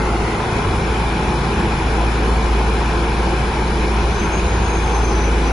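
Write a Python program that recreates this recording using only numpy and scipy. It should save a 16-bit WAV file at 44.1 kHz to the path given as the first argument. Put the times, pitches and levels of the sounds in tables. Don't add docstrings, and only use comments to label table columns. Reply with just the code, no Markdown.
import sys
import numpy as np
from scipy import signal
from scipy.fft import dct, next_fast_len
from scipy.io import wavfile
from scipy.ndimage import uniform_filter1d

SR = 44100
rng = np.random.default_rng(int(sys.argv[2]) if len(sys.argv) > 2 else 0)


def materialize(psi):
    bounded = np.clip(np.atleast_2d(psi).T, -1, 1)
    quanta = np.round(bounded * 32767).astype(np.int16)
    wavfile.write(sys.argv[1], SR, quanta)


def natural_amplitude(level_db):
    exponent = np.asarray(level_db, float) / 20
    return 10 ** exponent


N = 243410

# (time [s], firing rate [Hz], firing tone level [dB])
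FIRING = [(0.0, 54, -19), (0.25, 54.76, -22), (0.46, 54.74, -33), (0.69, 55.45, -24.5),
          (0.95, 55.84, -20.5), (1.3, 55.2, -23.5), (1.61, 55.24, -24.5), (2.07, 54.96, -18),
          (2.35, 55.4, -16.5), (2.76, 55.27, -18), (3.0, 55.38, -20), (3.22, 56.1, -19),
          (3.55, 56.28, -21.5), (4.0, 56.37, -18.5), (4.37, 56.12, -22), (4.62, 55.97, -19.5),
          (4.85, 55.6, -18), (5.52, 54.72, -17)]
# (multiple of the firing rate, level [dB])
STEADY_ORDERS = [(.5, -45), (3.0, -36), (3.5, -42), (5.0, -46.5), (6.0, -38), (6.5, -46), (7.0, -45),
                 (7.5, -41.5), (8.0, -43), (15.5, -39.5), (37.6, -63.5)]
# (multiple of the firing rate, level at cruise [dB],
# change above cruise [dB per Hz], change with load [dB])
PUSHED_ORDERS = [(1.5, -55, 5, 18), (2, -31.5, -6.5, -2), (4.5, -36, -20, 0.5), (3.9, -34.5, 2, -2.5)]
# (frequency [Hz], level [dB per Hz])
FRONT_BODY = [(15, -45), (40, -56.5), (75, -49.5), (105, -55.5), (170, -49), (230, -52), (295, -61),
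              (335, -46), (430, -50), (500, -53.5), (620, -60.5), (760, -52), (860, -52.5), (1070, -54)]
# (frequency [Hz], level [dB per Hz])
FRONT_CLATTER = [(1130, -60.5), (1600, -59), (2030, -67.5), (2420, -59), (2600, -64), (2740, -72),
                 (2900, -66.5), (3150, -70.5), (3500, -68), (3780, -72.5), (4050, -68.5), (4400, -75.5),
                 (4750, -73.5), (5350, -73.5)]
# (frequency [Hz], level [dB per Hz])
TILTED_CLATTER = [(1130, -62), (1370, -54), (1700, -68), (2070, -59), (2300, -65), (2700, -67), (3050, -71),
                  (3400, -70), (3800, -72), (4300, -72), (4750, -78), (5000, -74), (5350, -76)]
# (frequency [Hz], level [dB per Hz])
FRONT_HISS = [(5800, -76.5), (6200, -79.5), (6600, -79), (7100, -80), (7500, -82), (7900, -86.5),
              (8350, -104), (8800, -87), (9000, -81.5), (10000, -80), (10700, -83.5), (11100, -90.5),
              (11600, -100), (12000, -120)]
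# (frequency [Hz], level [dB per
# Hz])
SIDE_ROAR = [(15, -85), (70, -98), (140, -69.5), (290, -67.5), (400, -60.5), (850, -66.5), (1300, -61),
             (2100, -66.5), (3100, -69.5), (3700, -75.5),
             (4100, -81), (4350, -77.5), (4600, -78.5), (5000, -77.5), (5700, -77), (6250, -84),
             (6650, -80), (7050, -85), (7400, -80.5), (8700, -76), (9400, -85.5), (10200, -104),
             (11050, -88.5), (11600, -84), (12000, -110)]
# (frequency [Hz], likeness [-1..1])
LEAN = [(100, -.2), (400, -0.4), (650, 0.58), (950, 0.16), (1350, 0.84), (1900, 0.00019), (2500, 0.12),
        (3200, 0.32), (4200, 0.35), (5000, 0.65), (5700, 0.46), (7000, 0.14), (9000, -.05)]
# (time [s], frequency [Hz])
TURBO = [(3.75, 5250), (3.93, 5580), (4.12, 6115), (4.27, 6400), (4.42, 6545), (4.54, 6598), (4.7, 6525),
         (5.16, 6088), (5.52, 5905)]
# (centre [s], half length [s], left level change [dB], lead of the left [radians])
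SHADOWS = [
    (4.09, .04, -4, .5),
    (4.295, .02, -14, 0),
    (4.44, .03, -18, 1.5),
    (4.54, .12, -6.5, 2.4),
    (4.82, .025, -9, .5),
    (4.89, .03, -5, 0),
    (5.37, .06, -13, -2.6),
    (5.5, .1, -4, 0),
]
# (time [s], peak level [dB], frequency [Hz], width [Hz], length [s], pan to the right [-1..1])
BITS = [
    (.4015, -14, 900, 700, .004, .3),
    (5.46, -39.5, 5800, 2000, .035, .5),
]
# (centre [s], half length [s], level [dB])
GUSTS = [
    (.66, .2, -25),
    (4.0, 0.18, -31.5),
    (4.545, 0.19, -27),
]
# (frequency [Hz], step [dB])
ROUNDING_STEP = [(200, -32), (2000, -33), (3000, -35), (4500, -38.5), (6000, -40), (7500, -40), (9000, -41),
                 (11500, -43)]


def read(points, hz):
    f, value = np.transpose(points)
    return np.interp(np.log(hz + 1), np.log(f + 1), value)


def along(rows, t):
    s, *columns = np.transpose(rows)
    return [np.interp(t, s, column) for column in columns]


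def evened(x):
    return x / np.sqrt(np.mean(x ** 2) + 1e-20)


def drift(width):
    once = uniform_filter1d(rng.standard_normal(N), int(width))
    return evened(uniform_filter1d(once, int(width)))


def bump(t, s, half):
    return np.exp(-((t - s) / half) ** 2)


def analytic(x):
    return signal.hilbert(x, next_fast_len(N))[:N]


def tone(hz, db, waver_db=1.5, slip=.2):
    angle = 2 * np.pi * (np.cumsum(hz) / SR + rng.random()) + slip * drift(3500)
    return np.sqrt(2) * natural_amplitude(db + waver_db * drift(3600)) * np.sin(angle)


def resonate(x, hz, width_hz):
    turn = np.exp(2j * np.pi * np.cumsum(hz * np.ones(len(x))) / SR)
    r = np.exp(-np.pi * width_hz / SR)
    smooth = signal.lfilter([(1 - r) ** 2], [1, -2 * r, r * r], x / turn)
    return 2 * (turn * smooth).real


def ringing_noise(hz, width_hz):
    return evened(resonate(rng.standard_normal(N), hz, width_hz))


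def load(t):
    start_s, rise_s = 3.75, 0.81
    return np.sin(np.pi / 2 * np.clip((t - start_s) / rise_s, 0, 1)) ** 2


def exhaust(t):
    cruise_hz, push_lag_s = 55.4, 1
    pump_order, pump_db = 1.313, -35
    hz, firing_db = along(FIRING, t)
    lagging_hz = uniform_filter1d(hz, int(push_lag_s * SR), mode="nearest")
    push = np.maximum(lagging_hz - cruise_hz, 0)
    out = tone(hz, firing_db, waver_db=0.73, slip=0.021)
    for k, db, push_db, load_db in PUSHED_ORDERS:
        out = out + tone(k * hz, db + push_db * push + load_db * load(t))
    for k, db in STEADY_ORDERS + [(pump_order, pump_db)]:
        out = out + tone(k * hz, db, waver_db=4.0, slip=0.53)
    return out


def roar(t):
    roar_db, patch_db = 0.64, 0.93
    boom_hz, boom_width_hz, boom_db, boom_load_db = 360, 82, -0.6, 0.5
    tilt_held_s, tilt_settle_s, tilt_rest, tilt_lean = .36, .1, .1, 0.26
    wall_share, wall_ms, wall_tilt_ms = 0.12, 1, -.2
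    cycle_throb, firing_gate = 0.03, 0.11
    frames = N // 256 + 5
    hz = np.fft.rfftfreq(1024, 1 / SR)[:, None]
    times = np.arange(frames) * 256 / SR
    a, b, c, d, patches = rng.standard_normal((frames, 513, 5)).T
    patches = evened(uniform_filter1d(uniform_filter1d(patches, 10, 0), 14, 1))

    settling = np.exp(-np.maximum(times - tilt_held_s, 0) / tilt_settle_s)
    tilt = np.clip(tilt_rest + (1 - tilt_rest) * settling, 0, 1)
    boom = (boom_db + boom_load_db * load(times)) * np.exp(-((hz - boom_hz) / boom_width_hz) ** 2)
    level = natural_amplitude(roar_db + boom + patch_db * patches + 17.5)
    lean = np.clip(read(LEAN, hz) * (1 - tilt_lean * tilt), -1, 1)
    front = (a + 1j * b) * level
    side = lean * front + np.sqrt(1 - lean ** 2) * (c + 1j * d) * level
    upright_db = read(FRONT_BODY + FRONT_CLATTER + FRONT_HISS, hz)
    tilted_db = read(FRONT_BODY + TILTED_CLATTER + FRONT_HISS, hz)
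    front = front * natural_amplitude((1 - tilt) * upright_db + tilt * tilted_db)
    side = side * natural_amplitude(read(SIDE_ROAR, hz))
    echo_s = (wall_ms + wall_tilt_ms * tilt) / 1000
    side = side * abs(1 + wall_share * np.exp(-2j * np.pi * hz * echo_s))

    left_right = np.array([front + side, front - side])
    both = signal.istft(left_right, nperseg=1024, noverlap=768)[1][:, :N]
    low = signal.sosfiltfilt(signal.butter(2, 6000, fs=SR, output="sos"), both)
    hiss = both - low
    firings = 2 * np.pi * np.cumsum(along(FIRING, t)[0]) / SR
    return low * (1 + cycle_throb * np.cos(firings / 4)) + hiss * (1 + firing_gate * np.cos(firings))


def drum(t):
    return natural_amplitude(-28) * bump(t, 1.45, half=.5) * ringing_noise(hz=167, width_hz=110)


def excavator_engine(t):
    engine_hz, engine_db, half_order_db = 137.9, -34.5, -1.5
    sag_hz, dull_db = 0.77, -9.5
    hz = engine_hz - sag_hz * load(t)
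    return tone(hz, engine_db + dull_db * load(t)) + tone(hz / 2, engine_db + half_order_db)


def excavator_turbo(t):
    start_s, spool_s, spool_db = TURBO[0][0], .45, -20
    fuzz_width_hz, fuzz_share = 150, 0.38
    left_db, right_db, lead = -36, -46, .3
    hz = uniform_filter1d(along(TURBO, t)[0], size=3000, mode="nearest")
    for s, half, loss_db, turn in SHADOWS:
        left_db = left_db + loss_db * bump(t, s, half)
        lead = lead + turn * bump(t, s, half)
    spool = natural_amplitude(spool_db * np.clip(1 - (t - start_s) / spool_s, 0, 1)) * (t > start_s)
    fuzz = ringing_noise(hz, fuzz_width_hz)
    whistle = analytic(tone(hz, 0, waver_db=-0.7) + fuzz_share * fuzz)
    whistle = whistle * natural_amplitude(1.8 * drift(500)) * spool
    return np.array([natural_amplitude(left_db) * whistle, natural_amplitude(right_db) * whistle * np.exp(-1j * lead)]).real


def bits(t):
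    out = np.zeros((2, N))
    for s, db, hz, width_hz, length, pan in BITS:
        age = np.maximum(t - s, 0) / length
        shape = (1 - np.exp(-8 * age)) * np.exp(-age ** 2)
        out += natural_amplitude(db) * ringing_noise(hz, width_hz) * shape * np.array([[1 - pan], [1 + pan]])
    return out


def wind(t):
    breeze_db = -40.5
    strength = natural_amplitude(breeze_db) + sum(natural_amplitude(db) * bump(t, s, half) for s, half, db in GUSTS)
    return ringing_noise(hz=80, width_hz=67) * strength * natural_amplitude(1.2 * drift(1500))


def scene():
    t = np.arange(N) / SR
    low = exhaust(t) + drum(t) + wind(t)
    wide = roar(t) + excavator_engine(t) + excavator_turbo(t) + bits(t)
    late = .022 * analytic(low).imag
    return low + np.array([late, -late]) + wide


def phone_rounding(pair, scatter_db=2.5, mute_db=-2, masked_db=-6.8):
    window = signal.windows.kaiser_bessel_derived(2048, 4 * np.pi)
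    sum_difference = np.array([pair[0] + pair[1], pair[0] - pair[1]]) / 2
    padded = np.pad(sum_difference, ((0, 0), (993, 3072)))
    blocks = np.lib.stride_tricks.sliding_window_view(padded, 2048, axis=1)[:, ::1024] * window
    a, b, c, d = np.split(blocks, 4, axis=2)
    folded = np.concatenate([-c[..., ::-1] - d, a - b[..., ::-1]], axis=2)
    lines = dct(folded, type=4, norm="ortho")

    scatter = uniform_filter1d(rng.standard_normal((lines.shape[1], 128)), 3, 0)
    scatter = np.repeat(evened(scatter), 8, axis=1)
    step = natural_amplitude(read(ROUNDING_STEP, np.arange(1024) * SR / 2048) + scatter_db * scatter)
    band = np.repeat((lines ** 2).reshape(2, -1, 128, 8).mean(-1), 8, axis=2)
    nearby = uniform_filter1d(np.median(band.sum(0), axis=0), 48)
    nearby = nearby * np.clip(np.arange(1024) / 100 - .3, 0, 1)
    unmasked = band > nearby * natural_amplitude(2 * masked_db + scatter_db * scatter)
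    heard = (band > step ** 2 * natural_amplitude(2 * mute_db)) & unmasked
    whole_steps = np.floor(abs(lines / step) ** .75 + .4054) ** (4 / 3)
    lines = np.sign(lines) * whole_steps * step * heard

    u, v = np.split(dct(lines, type=4, norm="ortho"), 2, axis=2)
    blocks = np.concatenate([v, -v[..., ::-1], -u[..., ::-1], -u], axis=2) * window
    both = (blocks[:, 1:, :1024] + blocks[:, :-1, 1024:]).reshape(2, -1)
    both = np.concatenate([padded[:, 993:1024], both], axis=1)[:, :N]
    return np.array([both[0] + both[1], both[0] - both[1]])


def top_cut(x):
    return signal.sosfilt(signal.butter(12, 11620, fs=SR, output="sos"), x)


def record(dry):
    mic = signal.butter(2, 12, "high", fs=SR, output="sos")
    mix = phone_rounding(signal.sosfilt(mic, dry))
    return top_cut(mix)


dry = scene()
out = record(dry)
materialize(out)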